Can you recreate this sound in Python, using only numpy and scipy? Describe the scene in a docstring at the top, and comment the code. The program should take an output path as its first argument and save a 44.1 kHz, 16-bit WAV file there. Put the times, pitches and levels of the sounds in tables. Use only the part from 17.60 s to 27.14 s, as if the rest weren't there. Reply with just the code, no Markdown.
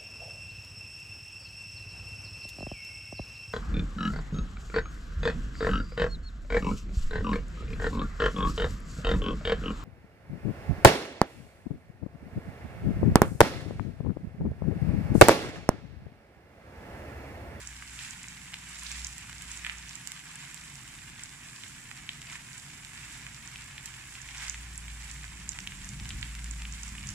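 """A small hard kitchen: batter fries in the hollows of a hot iron plate, close by and a little to the right
of a small two-port microphone. Bubbles bursting in the fat are rung clicks: a dense fizz and a looser crackle.
Single pops are short swings with a bell-shaped spectrum. Random echoes make the room.
From outside come traffic, as three bands of filtered noise, and engine drones, as wavering sines."""
import sys
import numpy as np
from scipy import signal
from scipy.fft import rfft, irfft
from scipy.io import wavfile

SR = 44100
rng = np.random.default_rng(int(sys.argv[2]) if len(sys.argv) > 2 else 0)


def persist_wave(psi):
    """Save psi, clipped to +-1, as 16-bit WAV."""
    counts = np.round(np.clip(psi, -1, 1) * 32767).astype(np.int16)
    wavfile.write(sys.argv[1], SR, np.atleast_2d(counts).T)


def undo_db(level):
    """Turn decibels back into plain size, where 20 dB means ten times bigger."""
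    steps = np.asarray(level, float) / 20
    return 10 ** steps


N = 420713   # samples
LEFT_LAG_S, LAG_SPREAD_S = .00008, .00006   # the left port is farther from the plate


def rms_one(x):
    """Scale to rms 1."""
    return x / np.sqrt(np.mean(x ** 2) + 1e-20)


def in_time(rows):
    """Columns of a curve at every sample; the first column is time in s."""
    s, *columns = np.transpose(rows)
    return [np.interp(np.arange(N) / SR, s, column) for column in columns]


def at_hz(points, hz, axis=1):
    """A spectrum's dB at given pitches, straight lines over log frequency."""
    points = np.array(points)
    return np.interp(np.log(np.maximum(hz, 1)), np.log(points[:, 0]), points[:, axis])


def drift(rate):
    """Slow random wander of spread about 1: noise through two equal one-pole low-passes, every 40 samples."""
    r = np.exp(-80 * np.pi * rate / SR)
    slow = signal.lfilter([1], [1, -2 * r, r * r], rng.standard_normal(N // 40 + 2002))[2000:]
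    return np.interp(np.arange(N) / 40, np.arange(len(slow)), rms_one(slow - slow.mean()))


def causal(points, axis=1, size=8192):
    """Minimum-phase impulse response of a spectrum, by folding its cepstrum."""
    hz = np.arange(size // 2 + 1) * SR / size
    cepstrum = irfft(np.log(undo_db(at_hz(points, hz, axis=axis))))
    cepstrum[1:size // 2] *= 2
    cepstrum[size // 2 + 1:] = 0
    return irfft(np.exp(rfft(cepstrum)))[:size // 2]


def convolve(x, responses):
    """Each channel through its own response."""
    return signal.oaconvolve(x, responses, axes=-1)[..., :N]


# Vigour of the steady frying, before the trims in frying(): start_s [s], large_bubbles_db [dB], small_bubbles_db [dB]
SIMMER = [(0, -50, -50.5), (2.3, -49, -51), (3.7, -50.5, -51.5), (6.2, -49, -51.5), (8, -50, -51),
          (9.54, -49, -50)]
# Wet batter meets hot iron and the fizz surges:
# crest_s [s], length_s [s, nominal], large_bubbles_lift_db [dB], small_bubbles_lift_db [dB]
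SURGES = [(0.003, .15, 2.5, 3), (0.44, .3, 4, 7), (1.323, .55, 3, 8.5), (1.921, .25, 1, 7),
          (2.07, 0.19, 5, 0), (2.309, .18, 0, 4.5), (2.851, .35, 2.5, 3.5), (3.329, .4, 0, 2),
          (4.033, .35, -0.5, 5), (4.736, 0.136, 5, 5), (5.05, .3, -1, 3), (5.52, .35, 1, 5),
          (5.923, .2, 1.5, 2), (6.522, .18, 0, 3.5), (6.84, .3, 7, 8), (7.502, .5, 1, 4),
          (8.022, 0.2497, 1.5, .5), (8.25, .3, -0.5, 3.5), (8.52, .4, 1.5, 3), (9.261, .3, 0.5, 4),
          (9.53, .15, 0, 3)]
SURGE_RISE_SHARE, SURGE_ROUNDNESS = .55, 1.5   # share of the length spent rising; 1 = pointed crest, 2 = round


def vigour():
    """Levels in dB of large and small bubbles: steady frying, lifted by surges that rise to a crest and sink."""
    levels, t = np.array(in_time(SIMMER)), np.arange(N) / SR
    for crest_s, length_s, large_db, small_db in SURGES:
        first = max(round((crest_s - 2 * length_s) * SR), 0)
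        near = slice(first, round((crest_s + 2 * length_s) * SR))
        share = np.where(t[near] < crest_s, SURGE_RISE_SHARE, 1 - SURGE_RISE_SHARE)
        away = np.abs(1.5 * (t[near] - crest_s) / (length_s * share))
        levels[:, near] += np.exp(-away ** SURGE_ROUNDNESS) * [[large_db], [small_db]]
    return levels


def bursts(per_s, spread_db, cycles, clump_db, low_hz, high_hz, count=12, largest=2.4):
    """Bubbles burst at random places on the plate, each ringing 60 dB down in some cycles; rms 1 in all."""
    rate = per_s * undo_db(clump_db * drift(30.0))   # bursts come in clumps
    at = np.flatnonzero(rng.random(N - 64) < rate[64:] / SR) + 16
    size, place, pitch, sign = rng.random((4, len(at)))
    # exponential sizes in dB, capped at the largest, of either polarity
    size = undo_db(spread_db * np.minimum(-np.log(size + 1e-9), largest)) * np.sign(sign - .5)
    place = 2 * place - 1   # -1..1 across the plate; sets lag and side
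    lag = np.clip(np.round((LEFT_LAG_S + 1.7 * LAG_SPREAD_S * place) * SR), -15, 30).astype(int)
    out = np.zeros((2, N))
    for k, hz in enumerate(np.geomspace(low_hz, high_hz, count)):
        mine = (pitch * count).astype(int) == k
        clicks = np.full((2, N), 1e-18)
        np.add.at(clicks[0], (at + lag)[mine], (size * undo_db(-1.5 * place))[mine])
        np.add.at(clicks[1], at[mine], (size * undo_db(3.7 * place))[mine])
        r, w = undo_db(-60 * hz / (cycles * SR)), 2 * np.pi * hz / SR
        ringing = signal.lfilter([hz, 0, -hz], [1, -2 * r * np.cos(w), r * r], clicks)
        out += ringing * np.sqrt(hz)
    return rms_one(out)


def frying():
    """Large bubbles sound low, small ones high; each has a dense fizz and a crackle that thickens in a surge."""
    large_db, small_db = vigour()
    surge_db = small_db - np.median(small_db)
    large_surge_db = large_db - np.median(large_db)

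    large_fizz = bursts(4000., 1.7, 2.52, 2.5, 690, 2930)
    large_crackle = bursts(200. * undo_db(surge_db), 6.3, 4.5, 4.0, 1020, 4400)
    small_fizz = bursts(6000., 5.6, 5.4, 2.5, 2800, 10200)
    small_crackle = bursts(260. * undo_db(surge_db), 14.0, 4.0, 4.0, 2800, 13000)
    # the finest spray follows a surge only in part
    finest = bursts(6000., 2.9, 5.3, 2.5, 7500, 12000, count=6)
    # wet batter adds middle-sized bubbles, mostly in a surge
    wet = bursts(3000., 3.7, 5.6, 2.5, 2900, 4700, count=4)
    # steam blows out from under a turned ball and rings in the hollow
    gurgle = bursts(300., 3.8, 8.3, 3.0, 1430, 2290, count=5)

    large = large_fizz + undo_db(-4.5 - 0.27 * surge_db) * large_crackle
    large = large + undo_db(-16.0 + 1.85 * large_surge_db) * gurgle
    small = small_fizz + undo_db(-7.0 - 2.3 * surge_db) * small_crackle
    small = small + undo_db(-.4 * surge_db) * finest + undo_db(-12.5 + 1.9 * surge_db) * wet
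    return undo_db(large_db - 2.5) * large + undo_db(small_db - 3.5) * small


# Traffic outside: start_s [s], deep_rumble_db [dB rms], middle_db [dB rms]
TRAFFIC = [(0.0, -59, -59.5), (0.8, -62.5, -54.5), (1.15, -67, -58.5), (1.8, -56.5, -54.5),
           (2.54, -71, -59), (3.49, -56, -54), (3.79, -63, -56.5), (4.29, -59, -54.5), (5.09, -62.5, -53.5),
           (5.64, -60, -54.5), (6.63, -59.5, -58), (8.25, -52.5, -51.5), (8.4, -47, -44.5),
           (8.58, -44, -47), (8.75, -62, -52.5), (9.25, -55, -52), (9.53, -47.5, -48)]
# Colour of the rumble, before its bands are levelled: pitch_hz [Hz], density_db [dB per Hz, relative]
RUMBLE = [(15, -60), (25, -7.5), (44, -4.5), (107, -3.5), (140, -2.5), (220, -13.5), (301, -12.5),
          (366, -18), (549, -27), (900, -18.5), (1170, -30), (1980, -120)]
UPPER_DB, UPPER_FOLLOWS = -65.5, 0.33   # the upper rumble shares part of the middle's swing


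def traffic():
    """Rumble through the walls, alike at both ports only in the bass; three bands swell as vehicles pass."""
    mid, side = convolve(rng.standard_normal((2, N)), causal(RUMBLE, size=16384)[None])
    high_pass = signal.butter(2, 520., "high", fs=SR, output="sos")
    side = signal.sosfilt(high_pass, side) + undo_db(-12.5) * side
    both = mid + side * [[1], [-1]]
    deep_db, middle_db = in_time(TRAFFIC)
    upper_db = UPPER_DB + UPPER_FOLLOWS * (middle_db - middle_db.mean())
    out = 0
    for db, hz, kind in [(deep_db, 125., "low"), (middle_db, [125., 240.], "band"), (upper_db, 240., "high")]:
        band = signal.sosfilt(signal.butter(3, hz, kind, fs=SR, output="sos"), both)
        out = out + undo_db(db) * rms_one(band)
    return out


def drone(rows, orders, waver_db):
    """Sines on multiples of a wavering pitch, fading to -90 dB before and after the (s, Hz, dB) rows."""
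    (first_s, first_hz, _), (last_s, last_hz, _) = rows[0], rows[-1]
    hz, level_db = in_time([(first_s - .15, first_hz, -90), *rows, (last_s + .15, last_hz, -90)])
    turns = np.cumsum(hz + .5 * drift(3.43)) / SR
    out = 0
    for multiple, db in orders:
        sine = np.sin(2 * np.pi * (multiple * turns + rng.random()))
        out = out + undo_db(level_db + db + waver_db * drift(7.3)) * np.sqrt(2) * sine
    return out


# Near engine, its level: start_s [s], level_db [dB rms, before the waver]
ENGINE = [(0.0, -53), (0.35, -54), (0.5, -64), (0.97, -62), (1.4, -45.5), (1.6, -59), (1.8, -52.5),
          (2.241, -52.5), (2.44, -65), (4.99, -68), (5.41, -58.5), (6.61, -60.5), (6.78, -49.5),
          (7.23, -43), (7.76, -48), (8.11, -60), (8.41, -44), (8.579, -42.5), (9.03, -39), (9.53, -49.5)]
# Its firing pitch, lower by the end: start_s [s], pitch_hz [Hz]
ENGINE_HZ = [(0, 60.56), (.8, 59.3), (2.4, 58.87), (4.2, 56.95), (7.8, 57.58), (9.54, 54.7)]
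# Its harmonics: multiple [of the firing pitch], level_db [dB against the first]
ENGINE_ORDERS = [(1, 0), (2, -27.5), (3, -17.5)]


def near_engine():
    """The firing pitch and its harmonics, read at the times of the level rows."""
    rows = [(s, np.interp(s, *np.transpose(ENGINE_HZ)), db) for s, db in ENGINE]
    return drone(rows, ENGINE_ORDERS, waver_db=1.0)


# Far drones, one list of rows each: start_s [s], pitch_hz [Hz, sounded at 0.99 of it],
# level_db [dB rms, sounded 4 dB lower]
DRONES = [
    [(.6, 180.9, -55.5), (1.27, 181.6, -58.5), (2.56, 171.8, -59.5), (3, 167.4, -58)],
    [(0, 136.3, -83), (2.6, 138, -68), (4.3, 136.2, -58), (5, 127.3, -76), (5.77, 125.7, -58),
     (6.7, 134, -53.5), (7.2, 145, -62), (7.6, 147.4, -55)],
    [(0, 243.3, -66.5), (6.6, 243.2, -71), (8, 238.4, -78), (9.54, 241.5, -58)],
    [(7.8, 44.64, -58), (8.2, 41, -49), (8.8, 41.9, -50), (9.54, 38, -54)],
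    [(7.8, 180, -57), (8.33, 197.3, -49), (8.75, 212, -61), (9.23, 203.8, -55.5), (9.54, 203.5, -46.5)],
]


def far_engines():
    """Each far drone is a single wavering sine."""
    return sum(drone(rows, [(0.99, -4.0)], waver_db=-0.5) for rows in DRONES)


# Colour of plate, body and port at each microphone: pitch_hz [Hz], left_db [dB], right_db [dB]
PORTS = [(302, -47.5, -16.5), (618, -6, -5), (970, 0, -1.5), (1356, -0.5, -1), (1686, 1.5, 5), (2650, 3, 2),
         (2790, -1, 1.5), (4260, -5, -3.5), (5920, -3, 1.5), (6300, -4.5, 0), (7640, -3.5, 8.5),
         (8460, -7.5, -3.5), (9140, -0.5, -6), (10090, -2.5, -16), (13000, -19, -13.5), (15300, -8.5, -15)]


def ports():
    """Impulse responses of the left and right port."""
    return np.array([causal(PORTS, axis=1), causal(PORTS, axis=2)])


# Single pops: start_s [s, time of the swing], peak_db [dB, mean of both ports before the echoes],
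# pitch_hz [Hz], snap_db [dB, bright snap of the skin against the bell]
POPS = [(0.074, -28.5, 6570, -14.5), (0.2246, -28, 1654, -30.5), (0.3913, -25.5, 3300, -15),
        (0.449, -35, 3260, -14), (0.5087, -25.5, 6800, -13), (0.632, -26, 6700, -11),
        (0.643, -32, 2300, -18), (0.685, -28.5, 6230, -15), (0.937, -29, 3070, -14),
        (0.942, -19, 2900, -13), (1.189, -28, 6500, -9), (1.196, -30, 6450, -12), (1.235, -27, 8500, -3),
        (1.266, -25.5, 3950, -17), (1.27, -31, 4500, -18), (1.3172, -23, 6600, -17),
        (1.326, -28.5, 6300, -13), (1.3578, -31, 4174, -16), (1.4471, -21.5, 5740, -22),
        (1.4697, -20, 6600, -15.5), (1.5818, -27, 8030, 1), (1.696, -30.5, 1920, -9),
        (1.73, -28, 1830, -10), (1.8116, -36, 2010, -12), (1.8219, -29, 8730, -1), (1.917, -28, 6840, -17),
        (1.9747, -28, 6800, -17), (2.0485, -21.5, 2880, -26), (2.0661, -19.5, 2200, -15),
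        (2.088, -33, 2110, -28), (2.0975, -23, 2500, -27), (2.1844, -32.5, 6460, -20.5),
        (2.2867, -34, 6000, -16), (2.2939, -30, 5500, -15), (2.31, -31, 2600, -9),
        (2.3555, -30.5, 6800, -14), (2.474, -20, 7000, -3), (2.5195, -23, 4960, -3),
        (2.7576, -27, 8330, -16), (2.9448, -27, 7460, -1), (3.1, -33, 8300, -5), (3.1562, -31, 5800, -9),
        (3.234, -36, 13000, 0), (3.6365, -25.5, 7100, -13), (4.0367, -30, 3280, -23),
        (4.314, -26, 2000, -12), (4.4922, -19, 3080, -20), (4.618, -27, 3600, -7), (4.7115, -38, 2300, -20),
        (4.7253, -32, 3000, -22), (4.73, -35, 6800, -20), (4.756, -28, 2170, -15), (4.98, -30, 8860, -11),
        (5.249, -30.5, 3130, -11), (5.667, -30.5, 2480, -16), (5.876, -29, 6300, -16),
        (5.9592, -26, 3060, -24.5), (5.9878, -35, 2600, -20), (6.181, -25, 2970, -21.5),
        (6.2588, -27, 8110, 0), (6.554, -30.5, 2600, -15), (6.617, -32.5, 6400, -16),
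        (6.6891, -27.5, 2513, -15), (6.748, -31, 2300, -10), (6.782, -27, 6230, -15),
        (6.853, -38, 1890, -25), (6.869, -38, 3500, -16), (6.883, -27, 5800, -17),
        (6.8976, -18.5, 6200, -18), (6.904, -33, 2600, -22), (6.9449, -25, 2650, -21),
        (7.1582, -30, 6300, -21), (7.1782, -26, 9250, -15), (7.282, -32, 2500, -20),
        (7.4934, -35, 2300, -20), (7.5143, -28.5, 6610, -11), (7.5627, -33.5, 2200, -20),
        (7.6428, -31, 2224, -20), (7.892, -17.5, 6350, -15), (7.9196, -31, 6200, -22.5),
        (7.9578, -35, 2200, -22), (7.9889, -22, 2500, -9), (8.0043, -27, 5870, -23),
        (8.0739, -20.5, 2980, -15), (8.1216, -28, 2480, -13), (8.2462, -32, 6300, -18),
        (8.2908, -26.5, 6500, -14), (8.3995, -25, 3700, -12), (8.4563, -27.5, 2880, -13),
        (8.492, -27.5, 6220, -10), (8.506, -23, 3100, -22), (8.512, -31, 2890, -15),
        (8.6138, -31, 6600, -14), (8.629, -22.5, 3020, -26), (8.752, -26.5, 3030, -2),
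        (8.844, -25, 6360, -9), (8.8608, -34.5, 2200, -20), (8.9118, -26, 6600, -13),
        (9.021, -27.5, 3084, -10), (9.0533, -25, 2840, -28), (9.1252, -26.5, 6000, -16),
        (9.2339, -27, 6180, -22), (9.281, -30, 6620, -16), (9.2908, -31, 6800, -10),
        (9.353, -33, 2300, -20), (9.3827, -28, 2810, -27), (9.4387, -32.5, 2200, -14),
        (9.472, -25.5, 6160, -13), (9.4906, -26, 6300, -17.5), (9.5039, -27.5, 6520, -16)]
POP_WIDTH_HZ = 930      # nominal width; a pop lasts about as long at any pitch
SNAP_WIDENS = 0.045     # octaves of extra spread per dB of snap above -16
RAGGED_DB = 2           # unevenness of each pop's spectrum


def pops(size=512):
    """Each pop is a short swing with a ragged bell-shaped spectrum; the torn skin adds a bright snap."""
    out = np.zeros((2, N + size))
    hz = np.maximum(np.arange(size // 2 + 1) * SR / size, 1)
    heard = rfft(ports()[:, :size])
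    chance = rng.standard_normal((len(POPS), 26))
    for (start_s, peak_db, pitch, snap_db), (place, phase, *ragged) in zip(POPS, chance):
        octaves = np.log2(1 + POP_WIDTH_HZ / pitch) + SNAP_WIDENS * max(snap_db + 16.0, 0)
        away = np.abs(np.log2(hz / pitch)) / (1.86 * max(octaves, .1))
        # a dull body trails below the pitch
        bell = np.exp(-np.where(hz < pitch, away ** 1.13, (1.3 * away) ** 2))
        snap = undo_db(snap_db) / (1 + (max(6500., 1.5 * pitch) / hz) ** 4) / (1 + (hz / 18000.0) ** 4)
        unevenness = np.interp(hz, np.linspace(0, SR / 2, len(ragged)), ragged)
        spectrum = (bell + snap) * undo_db(RAGGED_DB * unevenness)
        # the place on the plate sets lag and side
        lag = np.array([[LEFT_LAG_S + 0.99 * LAG_SPREAD_S * place], [0]])
        balance = undo_db((1.0 + 3.1 * place) * np.array([[-.5], [.5]]))
        ears = spectrum * balance * np.exp(1j * (1.9 * phase - 2 * np.pi * hz * (lag - .00025)))
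        peak = np.abs(irfft((ears * heard).mean(0))).max()   # of both ports together
        i = max(round(start_s * SR) - size // 2, 0)
        out[:, i:i + size] += undo_db(peak_db) / peak * np.roll(irfft(ears), size // 2, axis=1)
    return out[:, :N]


KITCHEN_T60_S, KITCHEN_DB = 0.41, -8.5   # the room's tail, level against the direct sound
NEAR_T60_S, NEAR_DB = 0.013, -10         # quick echoes


def kitchen(x, count=8):
    """Quick echoes from plate, balls and counter, then the room's tail, as decaying noise.
    Each block of 1024 samples draws one of eight random echo sets, so no fixed colour builds up."""
    t = np.arange(round(.3 * SR)) / SR
    echo_set = np.repeat(rng.integers(0, count, N // 1024 + 1), 1024)[:N]
    out = x.copy()
    for k in range(count):
        near, far = rng.standard_normal((2, 2, len(t))) * (t > .0012)
        near = near * undo_db(-60 * t / NEAR_T60_S)
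        far = far * undo_db(-60 * t / KITCHEN_T60_S)
        near, far = [e / np.sqrt(np.sum(e ** 2, -1, keepdims=True)) for e in (near, far)]
        out += convolve(x * (echo_set == k), undo_db(NEAR_DB) * near + undo_db(KITCHEN_DB) * far)
    return out


def scene():
    """The plate in its kitchen, through the ports, with the street outside."""
    plate = convolve(kitchen(frying() + pops()), ports())
    return plate + traffic() + near_engine() + far_engines()


def top_cut(x):
    """Nothing passes above the cut-off."""
    return signal.sosfilt(signal.butter(12, 16470, fs=SR, output="sos"), x)


SELF_NOISE_DB = -67   # rms at each capsule


def record(dry):
    """Each capsule adds its own faint hiss; a steep low-pass takes off the highest treble."""
    hissing = dry + undo_db(SELF_NOISE_DB) * rng.standard_normal((2, N))
    low_pass = signal.cheby2(12, 30.0, 15600., fs=SR, output="sos")
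    return top_cut(signal.sosfilt(low_pass, hissing))


dry = scene()
out = record(dry)
persist_wave(out)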